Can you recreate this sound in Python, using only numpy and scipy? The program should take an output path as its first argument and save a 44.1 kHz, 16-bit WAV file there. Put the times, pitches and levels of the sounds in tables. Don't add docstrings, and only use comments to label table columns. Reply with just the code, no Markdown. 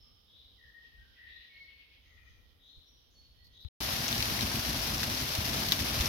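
import sys
import numpy as np
from scipy import signal
from scipy.fft import rfft, irfft, next_fast_len
from scipy.io import wavfile
from scipy.ndimage import map_coordinates

SR = 44100
rng = np.random.default_rng(int(sys.argv[2]) if len(sys.argv) > 2 else 0)


def wav_record(signal):
    frames = np.transpose(np.atleast_2d(signal))
    bounded = np.clip(frames, -1, 1)
    quanta = np.round(bounded * 32767).astype(np.int16)
    wavfile.write(sys.argv[1], SR, quanta)


N = 268480
WOOD_END, HAIL_START = 3.686, 3.805


def hail():
    # time in seconds, strength of the fall in dB.
    fall = [(3.82, 0), (4.1, -0.65), (4.45, 0.5), (4.72, -0.8), (4.98, 0.1), (5.25, -1.16), (5.55, 0.8),
            (5.72, -0.45), (6.05, 1.06)]
    # frequency in Hz, relative level in dB.
    soil_spectrum = [(150, -34.5), (330, 1), (480, -2.5), (660, 3.5), (850, 1), (1050, 1), (1350, -2),
                     (2000, -8.5), (3200, -6.5), (6000, -39)]
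    ice_spectrum = [(700, -28.5), (1600, -3), (2600, -2.5), (4000, 0), (5600, 0.5), (6300, -5), (7100, -13),
                    (8400, -16.5), (10500, -8.5), (12700, -6.5), (14500, -9.5), (16000, -21)]
    drum_spectrum = [(20, -32), (33, -21), (55, 4), (70, -0.5), (95, 0.5), (130, 0.5), (180, -6.5),
                     (235, -1), (300, -8.5), (420, -18), (800, -33)]
    strength_db = over_time(fall)
    flurry_db = 0.68 * wobble(35)
    soil = impacts(rate=2200, spread_db=3.5, scatter_db=3.5, lag_s=0.00058) + amp(-2) * noise()
    ice = impacts(rate=3500, spread_db=3.5, scatter_db=2.5, lag_s=0.0005) + amp(0.5) * noise()
    drum = impacts(rate=450, spread_db=0.5, scatter_db=-0.5, lag_s=0.00017) + amp(-14.5) * noise()
    soil_db = -41.5 + 1.66 * strength_db + flurry_db + 0.37 * wobble(60)
    ice_db = -34.5 + 0.94 * strength_db + flurry_db + 0.93 * wobble(90)
    drum_db = -39.5 + 1.6 * strength_db + 1.8 * wobble(25)
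    return (amp(soil_db) * coloured(soil, soil_spectrum)
            + amp(ice_db) * coloured(ice, ice_spectrum)
            + amp(drum_db) * coloured(drum, drum_spectrum))


def near_stones(ring_db, spray_db, spray_life_s):
    # start in seconds, relative level in dB, pitch in Hz, relative weight of its spray in dB.
    stones = [(4.0814, -16.5, 5870, -8.5), (4.1274, -15, 3560, -13.5), (4.180, -17, 5600, -16),
              (4.2053, -19, 2600, -10), (4.226, -13.5, 4260, -20), (4.3915, -20, 2100, -13),
              (4.409, -15.5, 4000, -13.5), (4.9443, -19, 5300, -12.5), (4.9818, -18, 5270, -32),
              (5.031, -22, 1730, -3), (5.149, -20, 5140, -23), (5.173, -22.5, 5300, -6),
              (5.351, -17, 4080, -10), (5.532, -28.5, 5700, -3.5), (5.6861, -17, 4470, -13),
              (5.721, -6.5, 3650, -14), (5.7914, -20.5, 3400, -12), (5.821, -28, 4500, -1),
              (6.0077, -16.5, 5560, -8.5), (6.0585, -15, 5470, -22)]
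    # frequency in Hz, relative level in dB.
    splash_spectrum = [(200, -45), (800, -16), (1500, -8), (2800, 0), (4200, 0), (5800, -2), (7200, -11),
                       (8500, -16), (12500, -7.5), (16000, -15)]
    out = np.zeros((2, N))
    t = np.arange(SR // 12) / SR
    for s, db, hz, splash_db in stones:
        ring = knock(hz, cycles=1.5, rise=1.5)
        bounce_s = rng.uniform(0.003, 0.007)
        for port, lag_s in zip(out, (0, rng.uniform(0.0001, 0.0002))):
            add(port, s + lag_s, amp(db + ring_db) * ring)
            add(port, s + bounce_s - lag_s, amp(db - 17) * ring)
        shatter = amp(-15) * np.exp(-t / 0.0014)
        spray = (1 - np.exp(-t / 0.0012)) * np.exp(-t / spray_life_s)
        spray *= amp(splash_db + spray_db + 3 * wobble(900, len(t)))
        add(out, s, amp(db) * (shatter + spray) * coloured(noise(len(t)), splash_spectrum))
    return out


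def thuds():
    # start in seconds, relative level in dB, pitch in Hz.
    landings = [(3.934, -31.5, 131), (4.188, -33, 119), (4.307, -36, 74.5), (4.431, -28, 204),
                (5.385, -25, 101), (5.574, -34, 130), (5.81, -28.5, 88), (5.975, -28, 110),
                (6.001, -25, 65)]
    out = np.zeros((2, N))
    for s, db, hz in landings:
        add(out, s, amp(db) * pan(4 * rng.standard_normal()) * knock(hz, cycles=0.7, rise=0.41))
    return out


def puddle_ticks(rate, level_db, centre_hz, cycles):
    out = np.zeros((2, N))
    count = int(rate * (N / SR - HAIL_START))
    starts = rng.uniform(HAIL_START, N / SR - 0.01, count)
    for s, (size, pitch, side) in zip(starts, rng.uniform(-0.91, 1, (count, 3))):
        tick = knock(centre_hz * 2 ** (0.75 * pitch), cycles, rise=0.21)
        add(out, s, amp(level_db + 2 * size) * pan(9 * side) * tick)
    return out


def whistlers(level_db, wet_db, settle):
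    # start and length in seconds, first and target pitch in Hz, relative level in dB,
    # left over right in dB, warble as a share of the pitch.
    notes = [(0, 0.042, 5350, 5240, -60.5, -1, 0.031), (.03, 0.057, 1267, 1190, -75.5, 5, 0.038),
             (.565, 0.13, 2150, 1794, -60, 8, 0.031), (.72, 0.096, 1814, 1877, -55, 7, 0.0089),
             (0.958, 0.15, 1606, 1582, -70.5, 12, 0.038), (1.144, .18, 2030, 1880, -53.5, 3.5, 0.021),
             (1.476, .18, 2286, 2180, -55, 4, 0.0092), (1.51, 0.131, 4200, 4320, -65.5, -5, 0.021),
             (2.021, 0.35, 1330, 1320, -81.5, 10, 0.062), (2.019, 0.15, 2150, 1990, -67.5, 10, 0.055),
             (2.158, 0.05, 2047, 1910, -61, 17, 0.039), (2.16, 0.08, 2490, 2444, -67.5, 8, 0.025),
             (1.999, 0.14, 6250, 6400, -81.5, 17, 0.027), (2.203, 0.15, 6270, 6260, -80.5, 15, .05),
             (2.603, 0.14, 6300, 6250, -82, 10, 0.05), (2.849, 0.072, 5650, 5710, -67.5, 1, 0.032),
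             (3.093, 0.075, 5400, 6250, -74.5, 11, 0.086), (3.141, 0.064, 4480, 4385, -62, -1, 0.0095),
             (3.374, 0.074, 4300, 4326, -66, -7, 0.011), (3.31, 0.23, 1890, 1940, -77, 17, 0.022),
             (3.495, 0.083, 6360, 6320, -79.5, 14, 0.017)]
    out = np.zeros((2, N))
    for s, length, start_hz, end_hz, db, lean_db, warble in notes:
        progress = np.linspace(0, 1, int(length * SR))
        hz = end_hz + (start_hz - end_hz) * np.exp(-progress / settle)
        hz *= 1 + warble * wobble(262.4, len(hz))
        note = np.sin(2 * np.pi * np.cumsum(hz) / SR) * signal.windows.tukey(len(hz), 0.65)
        add(out, s, amp(db + level_db) * pan(lean_db) * among_trunks(note, wet_db))
    return out


def finch(start_hz, end_hz, swing_hz, trill_hz, level_db, wet_db):
    # start and length in seconds, relative level in dB, left over right in dB, pitch shift in Hz.
    buzzes = [(0.239, 0.21, -62, 3, -70), (1.248, 0.14, -59, 4, -1.5), (2.577, .19, -61, 4.5, -1.5),
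              (3.514, 0.13, -57.5, 5, 16)]
    out = np.zeros((2, N))
    for s, length, db, lean_db, shift_hz in buzzes:
        progress = np.linspace(0, 1, int(length * SR))
        trill = np.sin(2 * np.pi * trill_hz * length * progress + 0.5 * wobble(40, len(progress)))
        climb_hz = shift_hz + start_hz + (end_hz - start_hz) * progress
        hz = climb_hz + swing_hz * trill + 70 * wobble(490, len(progress))
        swell = np.abs(np.sin(np.pi * progress ** 1.12)) ** 0.72
        call = np.sin(2 * np.pi * np.cumsum(hz) / SR) * swell * amp(2.4 * trill)
        add(out, s, amp(db + level_db) * pan(lean_db) * among_trunks(call, wet_db))
    return out


def among_trunks(call, wet_db):
    # frequency in Hz, seconds for the echo to fall by 60 dB.
    decay_times = [(500, 1.06), (2000, 1.17), (4000, 0.97), (7000, 1)]
    hz, t, bands = signal.stft(noise(SR), SR, nperseg=256)
    build = 1 - np.exp(-t / 0.0084)
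    decay = amp(-60 * t / along(decay_times, hz)[:, None])
    _, tail = signal.istft(bands * build * decay, SR, nperseg=256)
    echo = signal.fftconvolve(call[None], tail, axes=1)
    echo *= amp(wet_db) * np.linalg.norm(call) / np.linalg.norm(echo, axis=1, keepdims=True)
    echo[:, :len(call)] += call
    return echo


def handling():
    # start and length in seconds, level in dB.
    creaks = [(3.444, 0.034, -65), (3.607, 0.037, -66)]
    # frequency in Hz, relative level in dB.
    grip_spectrum = [(2500, -31), (4400, 3), (6000, -13), (8000, -33), (11000, -16), (13000, -11),
                     (16000, -19)]
    case_spectrum = [(300, 1), (1500, -5), (5000, -3), (7500, -29), (16000, -28)]
    out = np.zeros((2, N))
    for s, length, db in creaks:
        t = np.arange(int(length * SR)) / SR
        slips = np.exp(-4 * (t * 240 % 1))
        add(out, s, amp(db) * coloured(slips * noise(len(t)), grip_spectrum))
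    t = np.arange(SR // 50) / SR
    click = coloured(noise(len(t)) * np.exp(-t / 0.0015), case_spectrum)
    add(out, 3.6485, amp(-61) * click)
    add(out, 3.6495, amp(-33.5) * pan(27) * knock(hz=76, cycles=0.56, rise=1.1))
    return out


def far_thrush(rest_db, attack_s, fade_db_per_s):
    # start and length in seconds, level in dB.
    phrases = [(.8, 0.38, -75), (1.13, .76, -66.5), (2.13, 0.13, -80)]
    # frequency in Hz, relative level in dB.
    twitter_spectrum = [(1200, -31.5), (1900, -8), (2600, -2), (3200, -3), (3900, -10.5), (4600, -13),
                        (6000, -43.5)]
    t = np.arange(N) / SR
    power = amp(rest_db) ** 2
    for s, length, db in phrases:
        attack = np.clip((t - s) / attack_s, 0, 1)
        fade_db = fade_db_per_s * np.maximum(t - s - length, 0)
        power = power + (attack * amp(db - fade_db)) ** 2
    return np.sqrt(power) * amp(2.9 * wobble(21)) * pan(1.5) * coloured(noise(), twitter_spectrum)


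def far_chorus():
    # time in seconds, level in dB.
    levels = [(0, -69), (.5, -68.5), (1.1, -67.5), (1.6, -68), (2.2, -72), (2.9, -71.5), (3.6, -69)]
    # frequency in Hz, relative level in dB.
    song_spectrum = [(2400, -27.5), (3050, 2.5), (3800, -1), (4400, -6.5), (5200, -5), (6000, -16.5),
                     (6800, -24.5), (7600, -44)]
    return amp(over_time(levels) + 1.4 * wobble(16)) * pan(-10.5) * coloured(noise(), song_spectrum)


def rumble():
    # frequency in Hz, relative level in dB.
    rumble_spectrum = [(15, -44.5), (25, -12), (59, 2), (78, -3), (175, -18.5), (266, -16.5), (389, -25),
                       (459, -19.5), (792, -35), (1300, -35.5), (1690, -60), (2860, -120)]
    pressure = rng.standard_normal(N) + amp(-3) * noise()
    return amp(-68 + 1.5 * wobble(15)) * coloured(pressure, rumble_spectrum)


def wood_air():
    # time of the crest and width in seconds, level in dB.
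    crests = [(0.01, 0.056, -60.5), (0.52, 0.18, -65.5), (0.996, .08, -58), (1.283, 0.15, -67),
              (2.307, 0.35, -61), (2.781, 0.032, -54), (3.385, 0.47, -63)]
    # frequency in Hz, relative level in dB.
    hiss_spectrum = [(300, 6), (1000, 2.5), (2500, -0.5), (6000, -17), (7500, -17), (9000, -14),
                     (11500, -3), (15500, -5)]
    low_spectrum = [(20, -16), (45, 2.5), (85, -1.5), (130, -16), (220, -34), (600, -56)]
    t = np.arange(N) / SR
    hiss = amp(-75) * pan(-1.1) * coloured(noise(), hiss_spectrum)
    envelope = sum(amp(db) * np.exp(-2 * ((t - s) / width) ** 2) for s, width, db in crests)
    low_noise = coloured(rng.standard_normal(N) + amp(-2.5) * noise(), low_spectrum)
    return hiss + envelope * low_noise


def port_balance(sound):
    # frequency in Hz, left over right in dB.
    lean = [(100, 1.5), (300, 0.4), (700, 2.5), (1400, 3.0), (2400, 3.1), (3500, 5.2), (4500, 5.3),
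            (5600, 5.7), (6800, 0.5), (8000, -4.8), (10000, -0.7), (12500, -0.8), (15000, -5.2)]
    return filtered(sound, lambda hz: pan(along(lean, hz)))


def impacts(rate, spread_db, scatter_db, lag_s):
    count = int(rate * N / SR)
    at = rng.integers(0, N, count)
    delay = np.round(rng.uniform(-1, 1, count) * lag_s * SR).astype(int)
    size = amp(spread_db * np.minimum(rng.standard_normal(count), 2.6)) * rng.choice([-1, 1], count)
    left, right = size * pan(scatter_db * rng.standard_normal(count))
    return unit(np.array([np.bincount(at, left, N), np.bincount((at + delay) % N, right, N)]))


def knock(hz, cycles, rise):
    phase = np.arange(int(8 * cycles * SR / hz)) * hz / SR
    swing = np.sin(2 * np.pi * phase) * np.exp(-phase / cycles) * (1 - np.exp(-phase / rise))
    return swing / np.abs(swing).max()


def amp(db):
    return 10 ** (np.asarray(db) / 20)


def unit(x):
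    return x / np.sqrt(np.mean(x ** 2) + 1e-20)


def noise(size=N):
    return rng.standard_normal((2, size))


def along(points, hz):
    knots_hz, values = np.transpose(points)
    return np.interp(np.log(hz + 1), np.log(knots_hz), values)


def over_time(points):
    return np.interp(np.arange(N) / SR, *np.transpose(points))


def wobble(rate, size=N):
    knots = rng.standard_normal(int(size * rate / SR) + 4)
    return map_coordinates(knots, [np.arange(size) * rate / SR])


def pan(db):
    gains = amp(np.array([[0.5], [-0.5]]) * db)
    return gains / np.sqrt(np.mean(gains ** 2, axis=0))


def add(track, s, sound):
    start = max(round(s * SR), 0)
    track[..., start:start + sound.shape[-1]] += sound[..., :N - start]


def filtered(x, response):
    size = x.shape[-1]
    padded = next_fast_len(size + 8192, True)
    return irfft(rfft(x, padded) * response(np.fft.rfftfreq(padded, 1 / SR)), padded)[..., :size]


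def coloured(x, spectrum, size=8192):
    cepstrum = irfft(np.log(amp(along(spectrum, np.fft.rfftfreq(size, 1 / SR)))))
    cepstrum[1:size // 2] *= 2
    cepstrum[size // 2 + 1:] = 0
    impulse = irfft(np.exp(rfft(cepstrum)))
    return unit(signal.fftconvolve(x, impulse[None], axes=1)[:, :x.shape[1]])


def scene():
    t = np.arange(N) / SR
    wood = whistlers(level_db=-2.5, wet_db=7.5, settle=0.217)
    wood += finch(start_hz=3480, end_hz=3900, swing_hz=280, trill_hz=52, level_db=-3.5, wet_db=10)
    wood += rumble() + far_thrush(rest_db=-82.5, attack_s=0.06, fade_db_per_s=41)
    wood += far_chorus() + wood_air() + handling()
    storm = hail() + puddle_ticks(rate=110, level_db=-35.5, centre_hz=3880, cycles=2.1)
    storm += near_stones(ring_db=-2.5, spray_db=-2.5, spray_life_s=0.011) + thuds()
    return wood * (t < WOOD_END) + port_balance(storm) * (t >= HAIL_START)


def record(dry):
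    return filtered(dry, lambda hz: 1 / np.sqrt(1 + (hz / 15950) ** 300))


dry = scene()
out = record(dry)
wav_record(out)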